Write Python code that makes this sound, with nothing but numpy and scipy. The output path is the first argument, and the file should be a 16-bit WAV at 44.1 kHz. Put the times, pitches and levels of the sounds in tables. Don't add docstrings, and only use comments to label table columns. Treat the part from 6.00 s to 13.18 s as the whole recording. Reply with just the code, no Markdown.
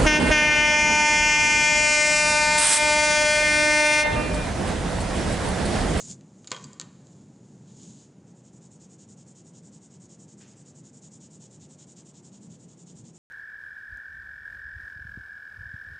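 import sys
import numpy as np
from scipy import signal
from scipy.fft import rfft, irfft
from scipy.io import wavfile
from scipy.ndimage import uniform_filter1d

SR = 44100
rng = np.random.default_rng(int(sys.argv[2]) if len(sys.argv) > 2 else 0)


def wav_record(signal):
    frames = np.transpose(np.atleast_2d(signal))
    bounded = np.clip(frames, -1, 1)
    quanta = np.round(bounded * 32767).astype(np.int16)
    wavfile.write(sys.argv[1], SR, quanta)


N = 316638
TIME = np.arange(N) / SR

# columns [f/Hz, relative level/dB]
RUMBLE_SPECTRUM = [(20, -51), (40, -48.5), (60, -24), (90, -11.5), (125, -0.5), (160, 0.5), (183, 0.5),
                   (215, -2.5), (250, -6.5), (400, -19), (900, -51.5)]
AIR_SPECTRUM = [(60, -36.5), (200, -1.5), (330, 2), (500, -3.5), (700, -9.5), (880, -10.5), (1100, -17),
                (2000, -23), (4000, -28.5), (6000, -30.5), (10000, -52.5)]
MIC_HISS_SPECTRUM = [(2000, -9), (4500, -5.5), (6000, 5), (7000, 11.5), (7700, 2), (8500, 0), (9000, -0.5),
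                     (10500, -57)]
REVERB_SPECTRUM = [(150, -28), (500, 12.5), (1200, 4.5), (3000, -1.5), (4500, -5.5), (7000, -7),
                   (10000, -4)]
FAR_KNOCK_SPECTRUM = [(400, -16), (1000, -5), (1700, -0.5), (2800, -2), (4000, -6), (6800, 1.5),
                      (9500, -18)]

# columns [f/Hz, relative level/dB]
SHEET_SPECTRUM = [(300, -10.5), (1500, -27), (2500, -21.5), (3800, -16), (5200, -9), (5900, -7), (6900, 3),
                  (7400, 0), (8200, -9), (9200, -14), (10000, -24.5), (10800, -66)]
RASP_SPECTRUM = [(600, -5.5), (1300, -5.5), (2200, -5), (3000, 6), (3800, 6.5), (5000, 4), (6500, 2.5),
                 (10000, -32)]
TIP_SPECTRUM = [(1000, -34), (3000, -36), (4500, -18.5), (5500, -9), (6300, -6), (6900, 1), (7400, -1.5),
                (8300, -7), (9000, -17.5), (10000, -25), (10800, -58)]
THUD_SPECTRUM = [(200, -5), (450, -2.5), (750, -10.5), (1150, -1), (1550, -8), (2300, -3), (3500, -4.5),
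                 (7000, -18)]
SOFT_CONTACT = [(30, -23), (200, -2.5), (500, -2), (7300, -1.5), (8500, -7), (9800, -7), (10800, -34)]

# [middle t/s, length t/s, rise level/dB]
RUMBLE_SWELLS = [(.11, 0.15, 6), (0.658, 0.11, 6.5), (0.903, 0.16, 3.5), (1.218, .14, 5), (1.57, 0.13, 3),
                 (1.887, .2, 5.5), (5.663, 0.16, 3.5), (6.5, 0.27, 3.5), (6.96, 0.23, 6)]
# [fastest t/s, speeding up t/s, slowing down t/s, level/dB, rasp relative level/dB]
SLIDES = [(0.004, .05, .055, -40, -26), (.112, .13, 0.041, -39.5, -23), (.6, 0.45, 0.3, -59.5, -15),
          (1.12, 0.31, 0.39, -65.5, -11.5), (1.48, .25, 0.5, -68, -14), (1.7, .1, 0.085, -63, -5),
          (1.83, 0.14, 0.26, -52.5, -12), (2.02, .12, 0.07, -58, -10.5)]

# [t/s, level/dB, desk knock relative level/dB]
PENCIL_CONTACTS = [(0.2093, -44.5, -7.5), (0.444, -42.5, -2), (0.4729, -24.5, -20), (0.4769, -30, -9.5),
                   (0.5065, -30, -14), (0.5163, -13, -4), (0.533, -41, 4.5), (0.5462, -32, -7),
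                   (0.5639, -29, -3.5), (0.642, -31, -26), (0.7313, -41, -21), (0.7978, -15.5, -15.5),
                   (0.8131, -22, -11), (1.07, -47, -16), (1.362, -51, -25)]
# [t/s, f/Hz, level/dB, T60 t/s]
ROCKING_PINGS = [(0.5455, 3220, -31, 0.044), (.565, 3270, -40, 0.028), (0.6406, 7680, -22, 0.013),
                 (0.641, 4710, -40, 0.043), (0.732, 4790, -45, .028), (.7317, 7430, -36.5, 0.01),
                 (1.069, 7220, -37, 0.012)]
# [f/Hz, relative level/dB, T60 t/s]
PENCIL_MODES = [(2950, -11, .008), (3800, -8, .008), (4280, -4, .008), (4660, -4, .008), (4980, -6, .008),
                (6030, -10, .008), (6620, -1, .009), (7050, 0, .008), (7380, -3, .008), (8000, -10, .007),
                (9300, -17, .005)]
DESK_MODES = [(380, -9, .035), (800, -11, .025), (1018, -7, .035), (1135, -3, .035), (1384, -5, .035),
              (1505, -2, .035), (1824, -3, .03), (2237, -4, .025), (2340, -6, .025), (2750, -3, .012),
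              (3300, -4, .012), (3850, 1, .009)]

# [t/s, stroke rate f/Hz]
STROKE_RATE = [(2.257, 12.05), (2.716, 10.68), (3.342, 10.96), (4.407, 10.59), (4.979, 11.11),
               (5.409, 9.78), (5.73, 11.185), (7.18, 10.99)]
# [t/s, relative level/dB]
PENCIL_PRESSURE = [(2.3, -63), (2.62, -55.5), (3.4, -53.5), (3.9, -55), (4.15, -53.5), (4.7, -54),
                   (5.1, -51.5), (5.7, -53.5), (6.0, -51.5), (6.42, -53.5), (6.72, -56.5), (7.0, -51.5),
                   (7.18, -54.5)]
# [t/s, relative level/dB]
SIDE_RASP = [(2.3, -15), (4.1, -14.5), (4.85, -16.5), (5.7, -10.5), (6.3, -11.5), (7.18, -13)]

RUMBLE_DB, RUMBLE_WAVER_DB = -52.5, 0.5
FAR_KNOCK_S = 4.402
WALL_ECHO_S = 0.0092
TOP_HZ = 10400
SLIDE_CURVE = 1.34
ROLL_S, ROLL_ATTACK_S, ROLL_STOP_S, ROLL_T60_S, ROLL_DB = 0.473, 0.038, 0.65, 0.12, -55
SHADING_S = 2.257
RETURN_DB, RETURN_RASP_DB, STROKE_SCATTER_DB = -0.6, -3.5, 0.7
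FORWARD_LEAN, RETURN_LEAN = 0.84, 0.94


def undb(db):
    return 10 ** (np.asarray(db) / 20)


def unit(x):
    return x / np.sqrt(np.mean(x ** 2))


def curves(rows):
    return np.interp(TIME, *np.transpose(rows))


def colour(x, points):
    hz, db = np.transpose(points)
    bins = np.maximum(np.fft.rfftfreq(len(x), 1 / SR), 1)
    gain = undb(np.interp(np.log(bins), np.log(hz), db))
    return irfft(rfft(x) * gain, len(x))


def noise(points, size=N):
    return unit(colour(rng.standard_normal(size), points))


def walk(rate):
    hold = max(int(SR / rate), 1)
    steps = np.repeat(rng.standard_normal(N // hold + 1), hold)
    return unit(uniform_filter1d(steps, hold)[:N])


def fade(t, t60):
    return np.exp(-np.log(1000) * t / t60)


def add(out, s, sound):
    start = max(int(s * SR), 0)
    out[start:start + len(sound)] += sound[:N - start]


def fibres(rate, spread_db):
    hit = rng.random(N) < rate / SR
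    size = undb(spread_db * np.minimum(rng.exponential(size=N), 5))
    return hit * rng.standard_normal(N) * size


def ring(modes, t, detune, scatter_db):
    hz, db, t60 = np.transpose(modes)[:, :, None]
    shift, weight = rng.standard_normal((2, len(modes), 1))
    sign = (-1) ** np.arange(len(modes))[:, None]
    gain = undb(db + scatter_db * weight) * sign
    waves = np.sin(2 * np.pi * hz * (1 + detune * shift) * t) * fade(t, t60)
    return np.sum(gain * waves, axis=0) / np.sqrt(np.sum(gain ** 2))


def background(air_db=-60, hiss_db=-73):
    swell_db = sum(db * np.exp(-(2 * (TIME - s) / length) ** 2) for s, length, db in RUMBLE_SWELLS)
    rumble_db = RUMBLE_DB + swell_db + RUMBLE_WAVER_DB * walk(4.6)
    rumble = undb(rumble_db) * noise(RUMBLE_SPECTRUM)
    air = undb(air_db) * noise(AIR_SPECTRUM)
    hiss = undb(hiss_db) * noise(MIC_HISS_SPECTRUM)
    return rumble + air + hiss


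def room(x, wall_db, early_db, late_db, early_t60=0.17, late_t60=0.65, gap_s=0.0037):
    t = TIME[:SR]
    response = np.zeros(SR)
    response[int(WALL_ECHO_S * SR)] = undb(wall_db)
    for db, t60 in (early_db, early_t60), (late_db, late_t60):
        build_up = np.clip(t / gap_s - 1, 0, 1)
        tail = noise(REVERB_SPECTRUM, size=SR) * fade(t, t60) * build_up
        response = response + undb(db) * tail / np.linalg.norm(tail)
    return x + signal.fftconvolve(x, response)[:N]


def far_knock(db=-59, t60=1.0, onset_db=-1, onset_t60=0.16, rise_s=0.0053):
    out, t = np.zeros(N), TIME[:SR]
    decay = fade(t, t60) + undb(onset_db) * fade(t, onset_t60)
    swell = 1 - np.exp(-t / rise_s)
    add(out, FAR_KNOCK_S, undb(db) * noise(FAR_KNOCK_SPECTRUM, size=SR) * decay * swell)
    return out


def rubbing(patchy_db=0.9):
    hiss_power = rasp_power = 0
    for s, rise_s, fall_s, db, rasp_db in SLIDES:
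        away = np.maximum((s - TIME) / rise_s, (TIME - s) / fall_s)
        swell = undb(db - 20 * away ** SLIDE_CURVE)
        hiss_power = hiss_power + swell ** 2
        rasp_power = rasp_power + (undb(rasp_db) * swell) ** 2
    hiss = unit(colour(fibres(12000, spread_db=-0.5), SHEET_SPECTRUM))
    rasp = unit(colour(fibres(12000, spread_db=-0.5), RASP_SPECTRUM))
    friction = hiss * np.sqrt(hiss_power) + rasp * np.sqrt(rasp_power)
    return friction * undb(patchy_db * walk(99))


def pencil_click(t, db, knock_db, crack_db=-11, crack_t60=0.015, thud_db=-7, thud_t60=0.079):
    wood = ring(PENCIL_MODES, t, detune=0.006, scatter_db=1.2)
    thud = undb(thud_db) * noise(THUD_SPECTRUM, size=len(t)) * fade(t, thud_t60)
    desk = undb(-5) * (ring(DESK_MODES, t, detune=0.0075, scatter_db=3.5) + thud)
    crack = undb(crack_db) * noise(SHEET_SPECTRUM, size=len(t)) * fade(t, crack_t60)
    return undb(db) * (wood + undb(knock_db) * desk + crack)


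def rocking_ping(t, hz, db, t60, flutter=0.32):
    chatter = (1 - fade(t, 0.0025)) * (1 + flutter * walk(440)[:len(t)])
    return undb(db) * chatter * np.sin(2 * np.pi * hz * t) * fade(t, t60)


def rolling_rattle(rattle_rate=500):
    bumps = fibres(rattle_rate, spread_db=1.5)
    build_up = np.clip((TIME - ROLL_S) / ROLL_ATTACK_S, 0, 1)
    die_away = fade(np.maximum(TIME - ROLL_STOP_S, 0), ROLL_T60_S)
    rattle = unit(colour(colour(bumps, RASP_SPECTRUM), SHEET_SPECTRUM))
    return undb(ROLL_DB) * build_up * die_away * rattle


def pencil_set_down():
    out, t = np.zeros(N), TIME[:SR // 5]
    for s, db, knock_db in PENCIL_CONTACTS:
        add(out, s, pencil_click(t, db, knock_db))
    for s, hz, db, t60 in ROCKING_PINGS:
        add(out, s, rocking_ping(t, hz, db, t60))
    return colour(out + rolling_rattle(), SOFT_CONTACT)


def shading(bite=0.97, flat=1.484, turn_db=-22, patchy_db=0.78, tip_db=-5.0, rasp_db=-3, tilt=0.0095):
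    drawing = TIME > SHADING_S
    place = np.cumsum(curves(STROKE_RATE) * drawing) / SR
    stroke = place.astype(int)
    returning = stroke % 2
    lean = np.where(returning, RETURN_LEAN, FORWARD_LEAN)
    speed = np.abs(np.sin(np.pi * (place % 1) ** lean))

    grip = np.tanh((flat * speed) ** (2 * bite)) + undb(turn_db) * drawing
    stroke_db = RETURN_DB * returning + STROKE_SCATTER_DB * rng.standard_normal(N)[stroke]
    force = grip * undb(curves(PENCIL_PRESSURE) + stroke_db + patchy_db * walk(110))

    slips = fibres(5000 + 9000 * speed, spread_db=-2.0)
    push = unit(colour(slips, [(hz * (1 - tilt), db) for hz, db in TIP_SPECTRUM]))
    pull = unit(colour(slips, [(hz * (1 + tilt), db) for hz, db in TIP_SPECTRUM]))
    tip = undb(tip_db) * np.where(returning, pull, push)

    side_db = curves(SIDE_RASP) + RETURN_RASP_DB * returning
    side_slips = fibres(4000 + 6000 * speed, spread_db=0.0)
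    rasp = undb(rasp_db + side_db) * unit(colour(side_slips, RASP_SPECTRUM))
    return force * (tip + rasp)


def scene():
    friction = room(rubbing() + shading(), wall_db=-16.0, early_db=-17.5, late_db=-20.5)
    clicks = room(pencil_set_down(), wall_db=-13.5, early_db=-13.0, late_db=-13.5,
                  early_t60=0.22, late_t60=1.0)
    mono = background() + far_knock() + clicks + friction
    return np.array([mono, mono])


def record(dry):
    return signal.sosfilt(signal.ellip(8, 0.2, 70, TOP_HZ, fs=SR, output="sos"), dry)


dry = scene()
out = record(dry)
wav_record(out)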